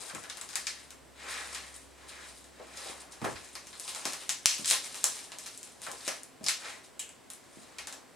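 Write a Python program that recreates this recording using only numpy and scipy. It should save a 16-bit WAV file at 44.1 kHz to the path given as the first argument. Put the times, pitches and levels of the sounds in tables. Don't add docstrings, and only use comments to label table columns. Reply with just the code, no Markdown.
import sys
import numpy as np
from scipy import signal
from scipy.fft import rfft, irfft, next_fast_len
from scipy.io import wavfile

SR = 44100
rng = np.random.default_rng(int(sys.argv[2]) if len(sys.argv) > 2 else 0)


def output_pcm(signal):
    pcm = np.clip(np.atleast_2d(signal).T, -1, 1) * 32767
    wavfile.write(sys.argv[1], SR, np.round(pcm).astype(np.int16))


N = 359415

# frequency in Hz, relative level in dB per Hz.
AIR_SPECTRUM = [(15, -23), (25, -25), (70, -8), (190, -7), (373, -4.5), (489, -6.5), (677, -6.5),
                (887, -11.5), (1040, -9), (1160, -13), (2050, -14.5), (2610, -17.5), (6920, -22),
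                (7510, -16.5), (16000, -33)]
AIR_DB = -56.5
# time in seconds, relative level in dB.
HUM_LEVEL = [(0.0, -75), (1.5, -61), (3.75, -70), (3.81, -76.5), (7.72, -84), (7.81, -67), (8.15, -90)]
HUM_HZ = 66.2
# frequency in Hz, time to fall by 60 dB in seconds.
ROOM_DECAY = [(100, 0.23), (500, 0.32), (2000, 0.29), (5000, 0.35), (9000, 0.24), (15000, 0.27)]
# frequency in Hz, level in dB.
ROOM_TONE = [(100, -2), (700, 2.5), (2000, -0.5), (5000, -2), (9500, -0.5), (12000, -3.5), (15000, -10)]
# frequency in Hz, correlation (1 is identical).
CHANNEL_LIKENESS = [(50, 0.088), (140, 0.021), (300, 0.05), (700, 0.37), (2000, 0.76), (4500, 0.69),
                    (8000, 0.5), (14000, 0.14)]
# time in seconds, direct sound left minus right in dB,
# share of it scattered on the way (0-1).
WRAPPER_POSITION = [(0, 11.5, 0.48), (1.5, 3, 0.66), (3, 1, 0.48), (4.3, 1.5, 0.01), (5.1, 2, 0.07),
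                    (6, 1.5, 0.19), (8, 1, 0.56)]

# start in seconds, relative level in dB, boom of the spot hit in Hz.
FURNITURE_BUMPS = [(0.137, -44, 125), (0.15, -45, 230), (2.598, -41.5, 600), (2.859, -45.5, 520),
                   (2.895, -41, 523), (3.217, -33.5, 910), (3.225, -32.5, 112), (3.243, -28.5, 764),
                   (3.25, -29.5, 1020), (3.264, -33, 380), (3.288, -45, 106), (3.347, -41, 55),
                   (4.057, -35, 600), (4.594, -41.5, 187), (4.715, -39.5, 655), (5.885, -42.5, 545),
                   (5.935, -49, 420), (6.077, -37, 570), (6.41, -42.5, 222), (6.435, -46, 230),
                   (7.571, -46.5, 220)]
# frequency in Hz, relative level in dB, time to fall by 60 dB in seconds.
FURNITURE_MODES = [(110, -28, 0.032), (178, -7, 0.013), (301, 0, .03), (350, -3, 0.021), (513, -6, 0.041),
                   (740, -2, 0.047), (1020, 7, 0.0079), (1430, 3, 0.032), (1860, 0, 0.041)]
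HARDNESS_RATIO = 2.2

# frequency in Hz, relative level in dB per Hz.
SLEEVE_SPECTRUM = [(300, -26), (800, -11.5), (1450, -3.5), (1900, 2), (2500, -4.5), (4500, -9),
                   (9000, -13.5), (15000, -39.5)]
PAPER_SPECTRUM = [(60, -22), (150, -21), (300, -9), (600, -1), (1100, -1.5), (1800, -8.5), (4000, -59),
                  (9000, -41)]
FILM_SPECTRUM = [(200, -43), (800, -25.5), (2000, -7.5), (3200, -3.5), (5000, -2), (7000, -5), (9000, 2),
                 (11000, -15), (13000, -16), (16000, -30)]
# peak in seconds, relative level in dB, rise in seconds, fall in seconds.
SLEEVE_STROKES = [(0.02, -51.5, 0.13, .95), (0.8, -51, 0.15, 0.067), (1.35, -35.5, 0.24, 0.18),
                  (1.54, -45, 0.23, 0.34), (2.19, -45, 0.31, 0.17), (2.77, -47, 0.34, 0.37),
                  (3.33, -54, 0.64, 0.36), (4.14, -52.5, 0.37, 0.62), (4.88, -55, .35, 1.0),
                  (5.87, -49.5, 0.13, .15), (6.06, -49, 0.17, 0.27), (6.655, -41.5, 0.13, 0.19),
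                  (7.81, -56, 0.46, .22)]
PAPER_STROKES = [(0.02, -52.5, 0.12, .45), (1.25, -49.5, 0.12, 0.46), (1.47, -52, 0.18, .4),
                 (2.05, -56, 0.17, 0.5), (2.81, -54, 0.38, 1.0), (4.07, -50.5, 0.6, 0.25),
                 (4.66, -56, 0.17, 0.96), (5.26, -61.5, 0.36, 0.73), (5.89, -53, 0.14, 0.13),
                 (6.1, -59, 0.22, 0.13), (6.67, -49.5, 0.15, .18), (7.85, -60.5, 0.62, 0.41)]
FILM_SQUEEZES = [(0.02, -48, 0.29, 0.21), (0.62, -50, 1, 0.39), (1.305, -35.5, 0.033, 0.055),
                 (1.44, -48.5, 0.21, 0.58), (1.755, -45.5, 0.041, 0.056), (2.095, -50, 0.038, 0.047),
                 (2.33, -52, 0.3, 0.24), (2.89, -44, 0.31, 0.13), (3.01, -47.5, 0.022, 0.027),
                 (3.125, -40, 0.017, 0.025), (3.27, -52.5, 0.18, 1), (3.875, -42.5, .03, 0.11),
                 (3.99, -43, .4, 0.47), (4.205, -43, .02, 0.041), (4.68, -43.5, 0.4, .75),
                 (4.718, -26, 0.07, 0.07), (4.93, -45, 0.083, 0.086), (5.17, -47, 0.45, 0.25),
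                 (5.4, -47, 0.059, 0.23), (5.6, -56, 0.39, 0.75), (5.84, -47, 0.055, 0.093),
                 (6.07, -45.5, 0.4, 0.21), (6.495, -43, 0.088, 0.033), (6.68, -51, 0.31, .14),
                 (6.845, -47.5, .015, 0.032), (7.54, -61, 0.27, .75)]
SPEED_POWER = 1.4

# start in seconds, relative level in dB.
SYRINGE_CLICKS = [(6.994, -30), (6.9985, -30), (7.001, -43), (7.091, -41.5)]
# frequency in Hz, relative level in dB, time to fall by 60 dB in seconds.
SYRINGE_MODES = [(2350, -9.5, 0.0058), (2950, -4.5, 0.0075), (4750, -13, 0.0056), (7740, -0.5, 0.01),
                 (9400, -2, .003)]

# start in seconds, relative level in dB, lows against the middle in dB,
# highs against the middle in dB, ring of the facet in Hz.
FILM_SNAPS = [(0.0978, -47, 2, -13, 1390), (0.1487, -43, 5, 3, 1350), (0.2382, -47.5, 7, 0, 1680),
              (0.2988, -41.5, -12, -7, 3740), (0.371, -48, 4.5, 6, 1720), (0.4128, -44, -1, 4.5, 8270),
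              (0.49, -48, -6, -2, 4820), (0.531, -47.5, -5, -14, 4200), (0.5558, -33.5, -6, 3.5, 4570),
              (0.6688, -34, -20.5, -8, 4750), (0.9055, -51.5, -4.5, 4.5, 1370),
              (1.5478, -39, -15, -7, 4580), (2.773, -46.5, -25, 1, 4820), (3.2461, -45, -1, 3, 1390),
              (3.3576, -46, -8, -29, 2070), (3.5535, -43, -6, -3.5, 5040), (3.6699, -51, -20, 0, 6200),
              (3.7297, -50, -10, -14, 3800), (3.798, -43.5, -27.5, 8.5, 8150),
              (3.9605, -44.5, 4.5, 3, 4200), (4.0542, -33.5, -7, 0, 4670), (4.1336, -41, -0.5, 7, 4530),
              (4.2931, -30, -16, 0.5, 6600), (4.4581, -18, -20, 0, 5450), (4.6461, -37, -37, -9, 7740),
              (4.6579, -35, -23, 6, 7580), (4.6781, -34, -30, 4, 9200), (4.7008, -30.5, -28, 7, 8900),
              (4.7104, -25, -15.5, 1, 9400), (4.7146, -37, 6, -12, 7920), (4.955, -46, -3, 8, 8270),
              (5.0418, -25.5, -3, 12.5, 7600), (5.1563, -49, 0, 12, 8270), (5.3189, -46, -1, -3, 4470),
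              (5.3862, -46, -6, 8.5, 6400), (5.4643, -46.5, -10, 2, 3230), (5.5763, -51, -15, 26, 8200),
              (5.6304, -48, -14, 8, 7850), (5.818, -49.5, 3, 10.5, 9990), (5.8664, -42, 10, 1, 1450),
              (5.9154, -46, -9, 9, 1720), (6.0788, -33, -3.5, 1.5, 5400), (6.2333, -52.5, 6.5, 31, 9300),
              (6.442, -42.5, -10, 6, 5050), (6.4641, -32, -15, -8, 5130), (6.4846, -27, -14.5, -2, 4750),
              (7.302, -47, -4, 9.5, 9600), (7.335, -52.5, -3, 17, 9300), (7.785, -41.5, -9, -5, 2270),
              (7.8715, -42, -2, 3, 1750), (7.9259, -46, -2, 3, 1670)]
FLIPS_PER_S, FLIP_DB, FLIP_SPREAD_DB = 6.9, -2, -2
FLIP_LOW_HZ, FLIP_HIGH_HZ = 2000, 9000

CUTOFF_HZ = 16200


def from_db(db):
    return 10 ** (np.asarray(db) / 20)


def rms_one(x):
    return x / np.sqrt(np.mean(x ** 2) + 1e-20)


def unit_energy(x):
    return rms_one(x) / np.sqrt(x.shape[-1])


def in_time(rows):
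    s, *columns = np.transpose(rows)
    return [np.interp(np.arange(N) / SR, s, c) for c in columns]


def at_hz(points, hz):
    table_hz, values = np.transpose(points)
    return np.interp(np.log(hz + 1e-9), np.log(table_hz), values)


def butter(x, hz, kind, order=2):
    sos = signal.butter(order, np.clip(hz, 10, .47 * SR), kind, fs=SR, output="sos")
    return signal.sosfilt(sos, x)


def resonance(x, hz, q):
    b, a = signal.iirpeak(min(hz, .4 * SR), max(q, 1), fs=SR)
    return signal.lfilter(b, a, x)


def coloured(x, spectrum):
    size = next_fast_len(N)
    gain = from_db(at_hz(spectrum, np.fft.rfftfreq(size, 1 / SR)))
    return rms_one(irfft(rfft(x, size) * gain, size)[..., :N])


def drift(rate):
    knots = rng.standard_normal(N // 20)
    return rms_one(np.interp(np.arange(N) / SR * rate, np.arange(len(knots)), knots))


def diffuse(size):
    mid, side = rfft(rng.standard_normal((2, size)))
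    alike = np.clip(at_hz(CHANNEL_LIKENESS, np.fft.rfftfreq(size, 1 / SR)), -.99, .99)
    return irfft(np.sqrt(1 + alike) * mid + np.sqrt(1 - alike) * side * [[1], [-1]], size)


def add(track, s, sound):
    at = max(round(s * SR), 0)
    track[at:at + len(sound)] += sound[:N - at]


def ventilation(hum_gain_db=-0.5, waver=.6, right_lag=1.0):
    hum_db, = in_time(HUM_LEVEL)
    phase = 2 * np.pi * HUM_HZ * np.arange(N) / SR + waver * drift(rate=7.4)
    hum = np.sqrt(2) * from_db(hum_db + hum_gain_db) * np.sin([phase, phase - right_lag])
    air = coloured(diffuse(next_fast_len(N)), AIR_SPECTRUM)
    return hum + from_db(AIR_DB) * air


def duct(hz=268, q=14, level_db=-71):
    return from_db(level_db) * rms_one(resonance(rng.standard_normal(N), hz, q))


def room(x, build_s=0.00076, counter_s=0.0046, counter_gain=0.1, wall_s=.0128, wall_gain=0.13,
         ripple_db=2.5, ripple_hz=45, count=23):
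    size = next_fast_len(N)
    bins = np.fft.rfftfreq(size, 1 / SR) / ripple_hz
    ripple = from_db(ripple_db * np.interp(bins, np.arange(SR // 10), rng.standard_normal(SR // 10)))
    fields = [irfft(rfft(diffuse(size)) * ripple, size)[:, :N] for _ in range(2)]
    edges = np.geomspace(80, 17000, count + 1)
    out = np.zeros((2, N))
    build = np.exp(-1 / (build_s * SR))
    for k, band in enumerate(zip(edges, edges[1:])):
        hz = np.sqrt(band[0] * band[1])
        keep = from_db(-60 / (at_hz(ROOM_DECAY, hz) * SR)) ** 2
        fed = signal.lfilter([1 - build], [1, -build], butter(x, band, "band") ** 2)
        stored = signal.lfilter([1 - keep], [1, -keep], fed)
        noise = rms_one(butter(fields[k % 2], band, "band"))
        out += from_db(at_hz(ROOM_TONE, hz)) * np.sqrt(stored) * noise
    for channel in out:
        add(channel, counter_s, counter_gain * x)
        add(channel, wall_s, wall_gain * x)
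    return out


def scattered(x, share, scatter_s=0.0014):
    size = SR // 100
    flurry = diffuse(size) * np.exp(-np.arange(size) / SR / scatter_s)
    flurry = irfft(np.exp(1j * np.angle(rfft(flurry))), size)
    share = np.clip(share, 0, 1)
    broken = signal.oaconvolve(x[None], flurry, axes=1)[:, :N]
    return np.sqrt(1 - share) * x + np.sqrt(share) * broken


def struck(modes, scatter_db):
    t = np.arange(SR // 8) / SR
    hz, level_db, t60 = np.transpose(modes)[:, :, None]
    strength = from_db(level_db + scatter_db * rng.standard_normal(hz.shape))
    strength = strength * rng.choice([-1, 1], hz.shape)
    decay = np.exp(-np.log(1000) * t / t60)
    return np.sum(strength * np.sin(2 * np.pi * hz * t) * decay, axis=0)


def bumps(gain_db=22, lowest_hz=70, scrape=0.83, scrape_s=0.0033, boom=1.0, boom_q=3):
    out = np.zeros(N)
    for s, db, boom_hz in FURNITURE_BUMPS:
        ring = unit_energy(struck(FURNITURE_MODES, scatter_db=0.0))
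        fade = np.exp(-np.arange(len(ring)) / SR / scrape_s)
        grit = butter(rng.standard_normal(len(ring)) * fade, [130, 1900], "band")
        contact = ring + scrape * unit_energy(grit)
        knock = unit_energy(butter(contact, HARDNESS_RATIO * boom_hz, "low", order=4))
        hollow = unit_energy(resonance(signal.unit_impulse(len(ring)), boom_hz, boom_q))
        add(out, s, from_db(db + gain_db) * unit_energy(knock + boom * hollow))
    return butter(out, lowest_hz, "high")


def strokes(rows):
    t, power = np.arange(0, N, 20) / SR, 0
    for peak_s, db, rise_s, fall_s in rows:
        speed = np.maximum(1 - np.maximum((peak_s - t) / rise_s, (t - peak_s) / fall_s), 0)
        power = power + (from_db(db) * speed ** SPEED_POWER) ** 2
    return np.interp(np.arange(N) / SR, t, np.sqrt(power))


def grains(per_s, spread_db, clump_db, smooth, densest=1.5):
    rate = per_s * from_db(clump_db * np.minimum(drift(rate=45), densest))
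    born = rng.random(N) < rate / SR
    sizes = from_db(spread_db * np.minimum(rng.exponential(1, N), 4)) * rng.choice([-1, 1], N)
    return rms_one(rms_one(born * sizes) + smooth * rng.standard_normal(N))


def facets(x, low_hz=1800, high_hz=13000, q=6, count=16):
    dealt = rng.integers(0, count, N)
    facet_hz = np.geomspace(low_hz, high_hz, count)
    return rms_one(sum(resonance(x * (dealt == k), hz, q) for k, hz in enumerate(facet_hz)))


def handling(scuff_gain_db=-2.0, swish_gain_db=-3, crinkle_gain_db=-0.5, plain=0.36):
    scuff = coloured(grains(per_s=1100, spread_db=0.5, clump_db=7.5, smooth=0.71), PAPER_SPECTRUM)
    swish = coloured(grains(per_s=1800, spread_db=6.0, clump_db=2.5, smooth=0.71), SLEEVE_SPECTRUM)
    creases = grains(per_s=300, spread_db=2.0, clump_db=9.5, smooth=0.62)
    crinkle = coloured(facets(creases) + plain * creases, FILM_SPECTRUM)
    paper = from_db(scuff_gain_db) * strokes(PAPER_STROKES) * scuff
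    sleeves = from_db(swish_gain_db) * strokes(SLEEVE_STROKES) * swish
    film = from_db(crinkle_gain_db) * strokes(FILM_SQUEEZES) * crinkle
    return paper + sleeves + film


def clicks(gain_db=20, crack=0.4, crack_s=0.001):
    out = np.zeros(N)
    for s, db in SYRINGE_CLICKS:
        ring = unit_energy(struck(SYRINGE_MODES, scatter_db=1.0))
        fade = np.exp(-np.arange(len(ring)) / SR / crack_s)
        tick = butter(rng.standard_normal(len(ring)) * fade, [1000, 10500], "band")
        add(out, s, from_db(db + gain_db) * (ring + crack * unit_energy(tick)))
    return out


def flips(low_db=-6, high_db=2):
    when, pitch, chance = rng.random((200, 3)).T
    at = (when * N).astype(int)
    squeeze_db = 20 * np.log10(strokes(FILM_SQUEEZES)[at] + 1e-9)
    db = squeeze_db + FLIP_DB + FLIP_SPREAD_DB * rng.standard_normal(len(at))
    hz = FLIP_LOW_HZ * (FLIP_HIGH_HZ / FLIP_LOW_HZ) ** pitch
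    chosen = np.flatnonzero(chance < FLIPS_PER_S * N / SR / len(at))
    return [(at[k] / SR, db[k], low_db, high_db, hz[k]) for k in chosen]


def snaps(crumble=0.11, crumble_s=0.00055, ring=1.18, ring_q=8, under_ring=0.47, under_ratio=0.434,
          spread=0.47, band_edges_hz=(580, 2000, 6000, 10800),
          direct_db=27.5, treble_beaming=0.19, radiated_db=33.0):
    direct, radiated = np.zeros((2, N))
    t = np.arange(SR // 50) / SR
    for s, db, low_db, high_db, hz in FILM_SNAPS + flips():
        creases = crumble * rng.standard_normal(len(t)) * np.exp(-t / crumble_s)
        pulse = signal.unit_impulse(len(t)) + creases
        main_mode = ring * resonance(pulse, hz, ring_q)
        under_mode = under_ring * resonance(pulse, under_ratio * hz, ring_q)
        pulse = pulse + main_mode + under_mode
        pulse = signal.sosfilt([[-spread, 1, 0, 1, -spread, 0]] * 4, pulse)
        snap = 0
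        for k, band_db in enumerate([low_db, 0, high_db]):
            band = unit_energy(butter(pulse, band_edges_hz[k:k + 2], "band"))
            snap = snap + (-1) ** k * from_db(band_db) * band
        snap = unit_energy(snap)
        add(direct, s, from_db(db + direct_db + treble_beaming * high_db) * snap)
        add(radiated, s, from_db(db + radiated_db) * snap)
    return direct, radiated


def scene(room_db=0.0, bump_room_db=2, hand_direct_db=-3.0, bump_direct_db=0.5, left_db=1.3):
    direct, radiated = snaps()
    hands = handling() + clicks()
    knocks = bumps()
    pan_db, share = in_time(WRAPPER_POSITION)
    sides = np.array([[.5], [-.5]])
    close = direct + from_db(hand_direct_db) * hands + from_db(bump_direct_db) * knocks
    near = scattered(close, share) * from_db(sides * pan_db)
    far = room(radiated + hands + from_db(bump_room_db) * knocks)
    far = from_db(room_db + sides * left_db) * far
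    return near + far + ventilation() + duct()


def gain_control(x, threshold_db=-4.0, release_db_per_s=95, attack_s=0.0022):
    over_db = np.maximum(20 * np.log10(np.abs(x).max(axis=0) + 1e-9) - threshold_db, 0)
    ramp = release_db_per_s * np.arange(N) / SR
    held_db = np.maximum.accumulate(over_db + ramp) - ramp
    r = np.exp(-1 / (attack_s * SR))
    return x * from_db(-signal.lfilter([1 - r], [1, -r], held_db))


def record(dry, microphone_hz=15000, lopsided=0.13):
    heard = gain_control(butter(dry, microphone_hz, "low", order=1))
    heard = np.clip(heard + lopsided * heard ** 2, -1, 1)
    return signal.sosfilt(signal.ellip(10, .1, 80, CUTOFF_HZ, fs=SR, output="sos"), heard)


dry = scene()
out = record(dry)
output_pcm(out)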